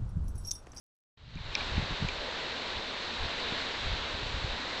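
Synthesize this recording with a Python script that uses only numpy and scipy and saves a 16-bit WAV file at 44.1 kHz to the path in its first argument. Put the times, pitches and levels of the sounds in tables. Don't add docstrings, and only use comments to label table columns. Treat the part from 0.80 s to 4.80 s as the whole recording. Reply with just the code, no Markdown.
import sys
import numpy as np
from scipy import signal
from scipy.fft import rfft, irfft
from scipy.io import wavfile

SR = 44100
rng = np.random.default_rng(int(sys.argv[2]) if len(sys.argv) > 2 else 0)


def file_out(sig):
    cols = np.atleast_2d(sig).T
    lim = np.clip(cols, -1, 1)
    pcm = np.round(lim * 32767).astype(np.int16)
    wavfile.write(sys.argv[1], SR, pcm)


N = 176400
T = np.arange(N) / SR
BIN_HZ = np.arange(N // 2 + 1) * SR / N
FLUTTER_PER_S = 11


def pine_rush():
    # pitch_hz, level_db
    needle_spectrum = [(30, -1.5), (80, -8.5), (125, -8.5), (250, -2.5), (330, -4), (450, -3), (750, -4),
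                       (950, -1), (1250, -4.5), (1600, -2.5), (2400, -4.5), (3300, -4), (3880, -0.3),
                       (4350, -4.5), (4950, -13.5), (6200, -20.5), (7500, -25.5), (8100, -31.5),
                       (8600, -45), (9100, -74)]
    # time_s, change_db
    wind_strength = [(.4, 0.7), (.9, -0.8), (1.3, -1.55), (1.8, -.1), (2.3, -0.5), (2.75, 1.26),
                     (3.3, -0.1), (4, 0)]
    rush_db, sway_db, flutter_db, sway_per_s = -37.5, 0.32, 0.66, 1.4
    bands = split_bands(coloured_noise(needle_spectrum), count=9)
    shared_sway = drift(sway_per_s)
    rush = np.zeros(N)
    for band in bands:
        sway = shared_sway + drift(sway_per_s)
        rush += band * from_db(sway_db * sway + flutter_db * drift(FLUTTER_PER_S))
    return from_db(rush_db + in_time(wind_strength)) * rush


def air_puffs():
    # middle_s, length_s, level_db, top_pitch_hz
    puffs = [(0.454, 0.095, -28, 148), (0.566, 0.048, -26, 152), (0.675, 0.065, -32, 114),
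             (0.844, 0.12, -42.5, 89), (0.937, 0.055, -35.5, 110), (1.016, .06, -36, 111),
             (1.124, 0.032, -35, 178), (1.236, 0.036, -34, 190), (1.307, 0.067, -43, 70),
             (1.4, 0.019, -42, 68), (1.978, 0.053, -45, 80), (2.438, 0.054, -35.5, 73.6),
             (2.573, 0.029, -47, 60), (3.053, 0.081, -38, 98), (3.125, 0.063, -39, 120),
             (3.22, 0.14, -45.5, 79.7), (3.342, 0.027, -42, 90), (3.448, 0.066, -39.5, 109),
             (3.568, 0.085, -40.5, 100), (3.65, 0.046, -44, 85), (3.72, 0.05, -38.5, 80)]
    lowest_hz, steepness = 15, 4.07
    turbulence = rfft(rng.standard_normal(N)) * BIN_HZ / np.hypot(BIN_HZ, lowest_hz)
    out = np.zeros(N)
    for middle_s, length_s, level_db, top_hz in puffs:
        swell = np.exp(-2 * ((T - middle_s) / length_s) ** 2)
        rumble = irfft(turbulence / np.hypot(1, (BIN_HZ / top_hz) ** steepness), N)
        puff = swell * rumble
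        even_out = np.sqrt(np.sum(swell ** 2) / np.sum(puff ** 2))
        out += from_db(level_db) * puff * even_out
    return out


def air_thumps():
    # middle_s, peak_db, pitch_hz
    swirls = [(0.559, -19, 187), (0.611, -20, 69.6), (.982, -18, 154), (0.9862, -18, 67), (.997, -24, 130),
              (1.028, -25.5, 110), (1.109, -27.5, 170), (1.226, -27, 150), (1.251, -24.5, 148),
              (2.454, -30.5, 90), (2.725, -29.5, 190), (3.132, -25.5, 92), (3.546, -26.5, 60),
              (3.647, -21.5, 80)]
    half_width_cycles = 0.27
    out = np.zeros(N)
    for middle_s, peak_db, pitch_hz in swirls:
        position = (T - middle_s) * pitch_hz / half_width_cycles
        out -= from_db(peak_db) * position * np.exp(0.5 - position ** 2)
    return out


def case_ticks():
    # start_s, snap_db, snap_pitch_hz, ring_db
    ticks = [(.554, -31.5, 5430, -50), (.572, -48, 4500, -25.5), (0.752, -13, 4550, -17),
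             (0.8064, -40, 3300, -27.5), (.9694, -38, 3300, -31.5), (1.2866, -33, 5750, -25)]
    # pitch_hz, level_db, fade_s
    case_tones = [(2400, 1, 0.018), (2620, -4.5, 0.015)]
    spread, ring_delay_s = 0.18, 0.00086
    out = np.zeros(N)
    for start_s, snap_db, snap_hz, ring_db in ticks:
        for pitch_hz in (snap_hz * (1 - spread), snap_hz * (1 + spread)):
            out += from_db(snap_db) * ring(start_s, pitch_hz, fade_s=0.0036, rise_s=0.00062)
        for pitch_hz, level_db, fade_s in case_tones:
            tone = ring(start_s + ring_delay_s, pitch_hz, fade_s, rise_s=0.00078)
            out += from_db(ring_db + level_db) * tone
    return out


def treetop_roar():
    # pitch_hz, level_db
    roar_spectrum = [(200, -25), (340, -4), (440, 3.5), (600, 7), (760, -7.5), (1100, -37)]
    # time_s, level_db
    roar_level = [(.4, -65), (.9, -56), (1.5, -49), (2.0, -50.5), (2.7, -56.5), (4, -53)]
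    flutter_db = 1.5 * drift(FLUTTER_PER_S)
    return from_db(in_time(roar_level) + flutter_db) * coloured_noise(roar_spectrum)


def low_hum():
    pitch_hz, level_db, waver_db = 73.2, -57.5, 1
    tone = np.sqrt(2) * np.sin(2 * np.pi * pitch_hz * T)
    return from_db(level_db + waver_db * drift(3)) * tone


def from_db(db):
    return 10 ** (np.asarray(db) / 20)


def rms_one(x):
    return x / np.sqrt(np.mean(x ** 2) + 1e-20)


def in_time(rows):
    return np.interp(T, *np.transpose(rows))


def drift(per_s):
    step, warm_up = 40, 2000
    memory = np.exp(-2 * np.pi * step * per_s / SR)
    noise = rng.standard_normal(N // step + warm_up + 2)
    slow = signal.lfilter([1], [1, -2 * memory, memory ** 2], noise)[warm_up:]
    return np.interp(np.arange(N) / step, np.arange(len(slow)), rms_one(slow))


def coloured_noise(spectrum):
    hz, db = np.transpose(spectrum)
    shape_db = np.interp(np.log(np.maximum(BIN_HZ, 1)), np.log(hz), db)
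    return rms_one(irfft(rfft(rng.standard_normal(N)) * from_db(shape_db), N))


def split_bands(x, count):
    centres = np.log(np.geomspace(200, 7000, count))
    log_hz, whole = np.log(np.maximum(BIN_HZ, 1)), rfft(x)
    return [irfft(whole * np.interp(log_hz, centres, share), N) for share in np.eye(count)]


def ring(start_s, pitch_hz, fade_s, rise_s):
    age = np.clip(T - start_s, 0, 3 * fade_s)
    rise = 1 - np.exp(-(age / rise_s) ** 2)
    fade = from_db(-60 * (age - rise_s) / fade_s)
    return np.sin(2 * np.pi * pitch_hz * age) * fade * rise


def scene():
    mono = pine_rush() + treetop_roar() + air_puffs() + air_thumps() + case_ticks() + low_hum()
    return np.array([mono, mono])


def record(dry):
    # time_s, gain_db
    fade_in = [(.367, -70), (.374, -26), (.5, -18.5), (.62, -11), (.72, -5.5), (.79, 1)]
    cutoff_hz = 8850
    low_pass = signal.ellip(12, 0.1, 80, cutoff_hz, fs=SR, output="sos")
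    return signal.sosfilt(low_pass, dry * from_db(in_time(fade_in)))


dry = scene()
out = record(dry)
file_out(out)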